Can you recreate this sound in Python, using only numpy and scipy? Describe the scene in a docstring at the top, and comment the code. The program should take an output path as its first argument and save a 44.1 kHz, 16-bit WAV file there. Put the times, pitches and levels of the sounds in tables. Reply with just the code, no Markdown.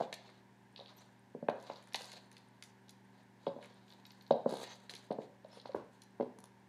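"""Platform heels on a wooden floor

Platform high heels step, turn and scuff on boards in a small hard room, heard from near the floor.
Knocks are pushes ringing soles and boards; clicks are noise bursts through the resonances of the shoe.
Drags are gritty noise, the judder is a row of slips, and squeaks are narrow bands of noise.
Walls, ceiling and a diffuse tail answer them; air noise, fan tones, mains hum and a faint tick run on.
"""
import sys
import numpy as np
from scipy import signal
from scipy.fft import rfft, irfft, next_fast_len
from scipy.io import wavfile
from scipy.ndimage import map_coordinates

SR = 44100
rng = np.random.default_rng(int(sys.argv[2]) if len(sys.argv) > 2 else 0)


def wav_out(sig):
    """Save sig, one row per channel (or a flat mono array), as 16-bit PCM at SR to the path in sys.argv[1]."""
    wavfile.write(sys.argv[1], SR, np.round(np.clip(np.atleast_2d(sig).T, -1, 1) * 32767).astype(np.int16))


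def voltage_ratio(level):
    """Linear amplitude factor for a level in decibels (scalar or array-like)."""
    return 10 ** (np.asarray(level, float) / 20)


N = 294632

# room air, spectral shape only: pitch_hz, relative density_db (per Hz)
AIR_SHAPE = [(20, -48), (45, -50.5), (60, -39.5), (90, -17.5), (150, -14), (250, -18.5), (400, -17.5),
             (640, -21), (920, -12), (1250, -28.5), (1650, -18), (2600, -29.5), (7000, -38.5), (14900, -48)]
AIR_DB = -68  # rms
# fan tones: multiple of the shaft's speed, level_db (rms)
FAN_TONES = [(7, -90), (8, -68.5), (9, -82.5), (11, -78.5), (12, -82.5), (14, -82.5), (15, -85.5),
             (16, -77), (24, -89.5)]
SHAFT_HZ = 24.26
# mains hum: pitch_hz, level_db (rms)
MAINS_TONES = [(59.8, -92), (119.7, -70.5), (239.4, -76)]
TICK_START_S, TICK_GAP_S, TICK_ROUND_S = .1735, .0657, .5608  # first tick, spacing, repeat of a run of eight

# reverberation: pitch_hz, time to die by 60 dB t60_s
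ROOM_DECAY = [(100, 0.48), (300, 0.38), (800, 0.44), (2000, 0.47), (5000, 0.39), (12000, 0.12)]
# first answers of near walls and furniture: lag_s, level_db
WALL_ECHOES = [(.0023, -11), (.0041, -14.5), (.0062, -14.5), (.0079, -12.5), (0.0083, -15.5), (0.015, -18),
               (0.0183, -22.5)]
WALL_TOP_HZ = 4360  # they swallow the treble above
# ceiling echo through the scene: start_s, lag_s
CEILING_LAG = [(0, .0125), (4.4, .0125), (5.2, .014), (6.0, .016)]
KNOCK_ECHO_DB, CLICK_ECHO_DB = -13, -6.5  # returns off the ceiling

# resonances of the shoe, for one pass of a filter used two or three times: pitch_hz, width_hz, level_db
SHOE_MODES = [(1848, 1240, -2.5), (4063, 1540, 1), (6380, 2620, -1), (10100, 2000, -1), (13200, 3300, -7.5)]
# resonances of the boards, before any narrowing by ring: pitch_hz, width_hz, level_db
BOARD_MODES = [(147.5, 104, 0), (242, 133, 4.5), (406, 135, -1), (572.6, 100, 4.5), (732, 185, 0),
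               (972, 197, -0.5), (1585, 100, -5)]
SOLE_WIDTH = 1.2  # width of the sole's resonance as a multiple of its pitch, at ring 1

# thin squeaks of the shoe's leather: start_s, length_s, pitch_hz, level_db (rms before the fades)
SQUEAKS = [(0.963, 0.027, 13200, -69), (.975, 0.033, 5900, -70), (1.003, .015, 7250, -79),
           (2.064, 0.12, 4250, -66), (4.68, .07, 6260, -64), (5.504, 0.064, 5270, -70),
           (5.52, 0.087, 9420, -77.5), (5.523, 0.059, 11100, -82)]
# shoe clicks whose thin high echo comes back off the ceiling about 11 ms later:
# start_s, click level_db (peak), thin echo level_db (rms before the fades)
ECHOED_CLICKS = [(3.88, -57.5, -76), (3.903, -50.5, -77), (3.922, -48, -77), (4.0527, -44, -67),
                 (4.1056, -46, -70), (4.2098, -50, -71), (4.2648, -50, -78)]
ECHOED_LOW_DB, ECHOED_TREBLE_DB, ECHOED_MS = -3, -20.5, 5.9  # tone and 20 dB decay of the click
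THIN_ECHO_LAG_S, THIN_ECHO_S, THIN_ECHO_HZ = .011, 0.0055, 13350

# soles brushing the floor: start_s, strongest_s, end_s, level_db (shoe body), treble_db (hiss over body)
SCUFFS = [(0, -0.003, 0.06, -52.5, -17), (0.142, 0.274, 0.43, -67.5, -19), (0.762, 0.785, 0.89, -69, -34),
          (.83, 0.886, 0.99, -67, -29), (0.951, 0.983, 1.17, -70, -7), (1.549, 1.697, 1.97, -63.5, -16),
          (2.292, 2.33, 2.65, -75.5, -12), (2.63, 2.645, 2.72, -82.5, 13), (3.118, 3.203, 3.24, -72.5, -16),
          (3.385, 3.43, 3.8, -74.5, -11), (3.593, 3.625, 3.86, -67, -23), (3.837, 3.898, 4.09, -71, -9),
          (4.039, 4.06, 4.6, -77.5, -4), (4.89, 4.903, 5.08, -63.5, -3), (5.174, 5.242, 5.27, -69, -9),
          (5.478, 5.581, 5.61, -62.5, -19), (5.64, 5.66, 5.86, -71.5, -20), (5.907, 5.927, 6.01, -77.5, -1)]
# start and end under the strongest moment; boards over the shoe; graininess
SCUFF_ENDS_DB, SCUFF_RUMBLE_DB, GRIT_DB = -15.5, 2.5, 3
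# a sole pivoting under the full weight, one list of points a pivot:
# start_s, level_db (shoe body), treble_db (hiss over body), rumble_db (floor over body)
PIVOTS = [
    [(1.955, -65.5, 3.5, -6), (2.0, -63.5, -0.5, 5.5), (2.08, -62, -5, 0.5), (2.19, -62.5, -15, -4.5),
     (2.21, -77, -3, 5), (2.3, -81, -10, 8)],
    [(4.46, -63, -15, -14), (4.5, -61, -7.5, -3), (4.64, -55.5, -6.5, -3), (4.69, -59.5, -23, -1),
     (4.735, -56, -14, -4.5), (4.765, -78, -1, 4.5), (4.88, -71, -10, 4.5)],
]
# a sole judders as it twists under weight:
# start_s, end_s, slips a second, level_db (first slip, before scatter), base treble_db, floor knock_db over level
JUDDER = (4.4955, 4.645, 65.3, -40, -6, 3)
# clicks of the shoes: start_s, level_db (peak), low_db, treble_db, length_ms (to fall 20 dB)
CLICKS = [(0.127, -29.5, 8, -12, 6.6), (0.2912, -56, 34, -28, 3.8), (0.761, -40.5, -9, -72, 2.3),
          (0.7773, -46, -6, -52, 6.3), (0.7994, -42, -3, -56, 3.2), (0.8595, -44, -5, -65, 4.7),
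          (0.881, -50, -9, -50, 3), (0.89, -48.5, -9, -51, 1.4), (1.4841, -36, 19.5, -22, 6.7),
          (1.5898, -66, -7, 0, 3), (1.6, -56, -4, 0, 2.4), (1.61, -63, -8, 3, 3),
          (1.6262, -51.5, 13, 11, 2.2), (1.6796, -54, -2, -23, 3.5), (1.701, -43.5, 14, -32, 4.1),
          (1.721, -51.5, -28, -24, 4.8), (1.7574, -48, -19, -19, 11), (1.8253, -53.5, 18, 7, 4.2),
          (1.8724, -52, 11, -2, 3.3), (1.924, -47.5, 8, -17, 4.2), (1.9335, -44, -15, 14, 4.5),
          (1.9439, -23.5, 1.5, -13, 8.7), (1.9491, -36, 7, -16, 7.3), (2.006, -44.5, 12, -15, 4),
          (2.0182, -40, -31, -2, 4), (2.0432, -40.5, -17, -3, 6.1), (2.117, -42, 1, -8, 8.8),
          (2.3147, -49, 8, 0, 5.1), (2.367, -45.5, 4, -10, 4.6), (2.624, -37, 4.5, -7, 5.9),
          (2.883, -55, -4, -22, 3.8), (2.8929, -44.5, 2, 2, 6.8), (3.466, -41, 1.5, -53, 10.4),
          (3.6266, -45, 19, -4, 4.4), (3.645, -48, 21, -3, 5), (4.3088, -36, -5, -67, 7.2),
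          (4.7405, -47.5, -31, -9, 2.6), (4.8943, -35, 5.5, -15, 6.8), (4.9, -38.5, -3, -3, 3),
          (4.9373, -35.5, -1, -9, 3.7), (4.9541, -42, -3, -26, 4.7), (4.9644, -42, -12, -5, 2.1),
          (5.1107, -46.5, 3, -29, 10), (5.218, -54, 10, -16, 5.5), (5.445, -57.5, -3, -23, 3),
          (5.5987, -44, -6, -26, 7.1), (5.658, -48, -6, -36, 11), (5.7186, -52, 0, -18, 2.3),
          (5.7477, -52, 16, -25, 2.2), (6.0185, -47, -3.5, -2, 8.1), (6.208, -49, 9.5, -23, 10),
          (6.3868, -46.5, -1, 3, 4), (6.4397, -45.5, -3, 1, 2.8)]
# knocks on the boards: start_s, level_db (peak), pitch_hz of the striking sole,
# ring (1 = usual, larger rings longer), thump_db (joists over boards)
STEPS = [(0.001, -29, 640, 3.6, -41), (0.007, -21, 693, 4.7, -15), (0.02, -26, 554, 1.1, -29),
         (0.125, -38, 740, 1.8, -20), (0.791, -43, 450, 0.37, -30), (0.806, -43.5, 604, 3.4, -29),
         (1.347, -32, 438, 5.5, -5), (1.425, -30, 538, 6.5, -1), (1.485, -16.5, 630, 1.5, -18),
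         (1.698, -29.5, 805, 1.3, -19), (1.946, -31, 1010, 3, -26), (2.006, -45, 676, 1.1, -16),
         (3.467, -23, 480, 1.3, -20), (3.474, -26.5, 500, 1.3, -8.5), (3.561, -34, 495, 2.9, -7),
         (3.586, -41, 556, 2.2, -15), (4.307, -12.5, 575, 5, -16.5), (4.32, -33.5, 300, 1, 11.5),
         (4.459, -17, 528, 5.2, -9.5), (4.523, -26.5, 394, 2, -11), (4.537, -30.5, 650, 1.1, -14),
         (4.893, -53, 475, 1.3, -16), (4.935, -47, 404, 6, -8), (5.105, -23.5, 390, 1.26, -8),
         (5.115, -27, 614, 3.4, -13), (5.185, -27, 537, 4.7, -7), (5.294, -50, 560, 2.4, 2),
         (5.446, -41.5, 620, 5.6, -30), (5.569, -44, 487, 5.4, -11), (5.655, -35.5, 820, 3, -14),
         (5.691, -39, 540, 14, -17), (5.746, -23, 557, 0.9, -20), (6.198, -23, 478, 1.6, -9.5),
         (6.207, -22, 533, 1.7, -10), (6.227, -28, 423, 1.54, -9), (6.385, -48.5, 1040, 4.3, -4),
         (6.439, -48, 1000, 2.6, -27)]


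def unit(x):
    """Scaled to rms 1."""
    return x / np.sqrt(np.mean(x ** 2) + 1e-20)


def peak(x):
    """Scaled to peak 1."""
    return x / np.abs(x).max()


def along(points, hz):
    """Reads (Hz, value) points on a log frequency axis."""
    f, v = np.transpose(points)
    return np.interp(np.log(hz + 1), np.log(f + 1), v)


def wobble(rate):
    """A smooth random curve, rate knots a second."""
    knots = rng.standard_normal(int(N * rate / SR) + 4)
    return map_coordinates(knots, [np.arange(N) * rate / SR])


def add(track, s, sound):
    """Mixes a short sound into the track at s seconds."""
    part = track[max(round(s * SR), 0):][:len(sound)]
    part += sound[:len(part)]


def filtered(x, response):
    """Shapes x with a complex response of frequency."""
    m = next_fast_len(len(x) + 8192)
    return irfft(rfft(x, m) * response(np.fft.rfftfreq(m, 1 / SR)), m)[:len(x)]


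def ringing(modes, extra_db=None, ring=1):
    """Causal resonances of alternating sign, each with some dB added; more ring narrows them."""
    extra_db = np.zeros(len(modes)) if extra_db is None else extra_db

    def response(f):
        total = 0
        for k, ((hz, width, db), extra) in enumerate(zip(modes, extra_db)):
            damping = 1j * f * width
            mode = damping / (ring * (hz * hz - f * f) + damping)
            total = total + (-1) ** k * voltage_ratio(db + extra) * mode
        return total

    return response


def shoe(low_db, treble_db, top_db=0.0):
    """The shoe's resonances, steep-sided; the lowest and the upper ones raised or lowered."""
    tilt_db = np.array([low_db, 0, treble_db * 0.65, treble_db, treble_db + top_db])
    once = ringing(SHOE_MODES, tilt_db / 3)
    return lambda f: once(f) ** 3


def sole(hz, ring=1):
    """The resonance of the thick sole or heel; more ring narrows it."""
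    return ringing([(hz, SOLE_WIDTH * hz, 0)], ring=ring)


def hum():
    """Air noise, fan blade tones on the shaft's multiples and mains buzz, slightly unsteady."""
    t = np.arange(N) / SR
    hiss = unit(filtered(rng.standard_normal(N), lambda hz: voltage_ratio(along(AIR_SHAPE, hz))))
    air = voltage_ratio(AIR_DB + 0.17 * wobble(2.5)) * hiss
    turns = np.cumsum(SHAFT_HZ * (1 + 0.0011 * wobble(1.4))) / SR
    tones = np.zeros(N)
    for k, db in FAN_TONES:
        tones += voltage_ratio(db + 1.5 * wobble(4)) * np.sin(2 * np.pi * (k * turns + rng.random()))
    for hz, db in MAINS_TONES:
        tones += voltage_ratio(db + 0.2 * wobble(1)) * np.sin(2 * np.pi * (hz * t + rng.random()))
    return air + np.sqrt(2) * tones  # rms to peak


def ticks():
    """A faint high tick in runs of eight: short swelling and dying sines, left without any room."""
    out, t = np.zeros(N), np.arange(512) / SR
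    rounds_s = TICK_ROUND_S * np.arange(12)[:, None]
    for s in (TICK_START_S + rounds_s + TICK_GAP_S * np.arange(8)).ravel():
        late, size, pitch, length = rng.standard_normal(4)
        u = t / (.0013 * np.exp(.45 * length))
        gain = voltage_ratio(-68.5 + 6.2 * size)
        tone = np.sin(2 * np.pi * 8850 * (1 + .012 * pitch) * t)
        add(out, s + 0.0054 * late, gain * u * np.exp(-u) * tone)
    return out


def ceiling(s):
    """When a sound made at s comes back off the ceiling."""
    return s + np.interp(s, *np.transpose(CEILING_LAG))


def walls(x):
    """Weak, dull early copies off near surfaces."""
    out = np.zeros(N)
    for lag_s, db in WALL_ECHOES:
        add(out, lag_s, voltage_ratio(db) * x)
    return filtered(out, lambda hz: (WALL_TOP_HZ / (WALL_TOP_HZ + 1j * hz)) ** 2)


def room(x):
    """A diffuse tail, drawn anew every eighth of a second; each frequency dies at its own speed."""
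    out, hop = np.zeros(N), SR // 8
    for start in range(0, N, hop):
        hz, t, z = signal.stft(rng.standard_normal(SR // 2), SR, nperseg=256)
        decay = voltage_ratio(-60 * t / along(ROOM_DECAY, hz)[:, None])
        tail = signal.istft(z * decay, SR, nperseg=256)[1]
        tail = tail / np.linalg.norm(tail)
        add(out, start / SR + 0.0029, signal.fftconvolve(x[start:start + hop], tail))
    return out


def squeaks():
    """Leather squeaks and thin high click echoes: narrow bands of noise that swell and fade."""
    out = np.zeros(N)
    thin_echoes = [(s + THIN_ECHO_LAG_S, THIN_ECHO_S, THIN_ECHO_HZ, db) for s, _, db in ECHOED_CLICKS]
    for s, length, hz, db in SQUEAKS + thin_echoes:
        band = ringing([(hz, 500, 0)])
        noise = rng.standard_normal(round(length * SR))
        noise = unit(filtered(noise, lambda f: band(f) ** 2))
        add(out, s, voltage_ratio(db) * signal.windows.tukey(len(noise), .5) * noise)
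    return out


def drags():
    """A sole rubs the varnish in gritty grains, and rumbles in the boards."""
    out, t = np.zeros(N), np.arange(N) / SR
    grains = unit(wobble(70) + 1.3 * wobble(250) + 0.62 * wobble(900))
    strokes = []
    for start, top, end, db, treble_db in SCUFFS:
        points = [(start, SCUFF_ENDS_DB), (top, 0), (end, SCUFF_ENDS_DB)]
        strokes.append([(s, db + under_db, treble_db, SCUFF_RUMBLE_DB) for s, under_db in points])
    upper = ringing(SHOE_MODES[2:])
    for rows in strokes + PIVOTS:
        s, db, treble_db, rumble_db = np.transpose(rows)
        part = slice(max(round(s[0] * SR), 0), round(s[-1] * SR))
        now = t[part]
        rub = rng.standard_normal(len(now)) * voltage_ratio(GRIT_DB * grains[part])
        body = unit(filtered(rub, shoe(0, -13.5)))
        hiss = unit(filtered(filtered(rub, upper), upper))
        wood = unit(filtered(filtered(rub, sole(896)), ringing(BOARD_MODES)))
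        mix = body + voltage_ratio(np.interp(now, s, treble_db)) * hiss + voltage_ratio(np.interp(now, s, rumble_db)) * wood
        out[part] += voltage_ratio(np.interp(now, s, db)) * signal.windows.tukey(len(now), .12) * mix
    return out


def snap(ms, low_db, treble_db, top_db=0.0):
    """A burst of noise falling 20 dB in ms, through the shoe; peak 1."""
    t = np.arange(2048) / SR
    burst = rng.standard_normal(len(t)) * voltage_ratio(-20 * t / (max(ms, .3) / 1000))
    return peak(filtered(burst, shoe(low_db, treble_db, top_db)))


def knock(hz, ring, thump_db):
    """One push of the sole on the boards, which answer a little differently at every spot; peak 1."""
    u = np.arange(8192) / SR * hz / 0.41  # a higher sole stays in contact more briefly
    push = np.sin(np.pi * np.minimum(u, 1)) ** 2
    spot_db = rng.normal(0, 1.5, len(BOARD_MODES))
    boards = ringing(BOARD_MODES[2:], spot_db[2:], 0.89)
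    rung = filtered(filtered(push, sole(hz, max(ring, .3))), boards)
    # the weight of the foot moves the joists directly
    joists = ringing(BOARD_MODES[:2], spot_db[:2], 1.92)
    thump = filtered(filtered(push, sole(224)), joists)
    return peak(peak(rung) + voltage_ratio(thump_db) * peak(thump))


def judder():
    """Nearly even slips: a bright snap, the shoe's body just before it, a small knock in the boards."""
    start, end, rate, db, treble_db, knock_db = JUDDER
    out = np.zeros(N)
    for s in np.arange(start, end, 1 / rate):
        late, size = rng.standard_normal(2)
        fade_db = db + 0.42 * size - 25 * (s - start)  # weakens slip by slip
        add(out, s + 0.00016 * late, voltage_ratio(fade_db - 5.0) * snap(1.2, -18, treble_db + 35))
        add(out, s - .003, voltage_ratio(fade_db) * snap(1.0, -15, treble_db - 19))
        add(out, s - .003, voltage_ratio(fade_db + knock_db) * knock(790, 0.56, -17))
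    return out


def clicks():
    """The shoes snap briefly; the treble, beamed upwards, returns stronger off the ceiling."""
    out = np.zeros(N)
    echoed = [(s, db, ECHOED_LOW_DB, ECHOED_TREBLE_DB, ECHOED_MS) for s, db, _ in ECHOED_CLICKS]
    for s, db, low_db, treble_db, ms in CLICKS + echoed:
        add(out, s, voltage_ratio(db) * snap(ms, low_db, treble_db))
        echo = snap(ms, low_db - 7.5, treble_db + 9.5, top_db=5)
        add(out, ceiling(s), voltage_ratio(db + CLICK_ECHO_DB) * echo)
    return out


def steps():
    """Soles and heels knock the boards, and each knock returns off the ceiling."""
    out = np.zeros(N)
    for s, db, hz, ring, thump_db in STEPS:
        sound = knock(hz, ring, thump_db)
        add(out, s, voltage_ratio(db) * sound)
        add(out, ceiling(s), voltage_ratio(db + KNOCK_ECHO_DB) * sound)
    return out


def scene():
    """Shoes in the room over the steady sounds."""
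    knocks = steps()
    rustle = clicks() + drags() + judder() + squeaks()
    tail = room(voltage_ratio(-9.0) * knocks + voltage_ratio(-9.5) * rustle)
    shoes = knocks + rustle + walls(rustle) + tail
    # little bass reaches the small microphone
    shoes = filtered(shoes, lambda hz: (1j * hz / (90 + 1j * hz)) ** 2)
    return (shoes + hum() + ticks())[None]


def roll_off(x):
    """The treble ends steeply here."""
    return signal.sosfilt(signal.butter(12, 15070, fs=SR, output="sos"), x)


def record(dry):
    """Delivers the finished mix."""
    return roll_off(dry)


dry = scene()
out = record(dry)
wav_out(out)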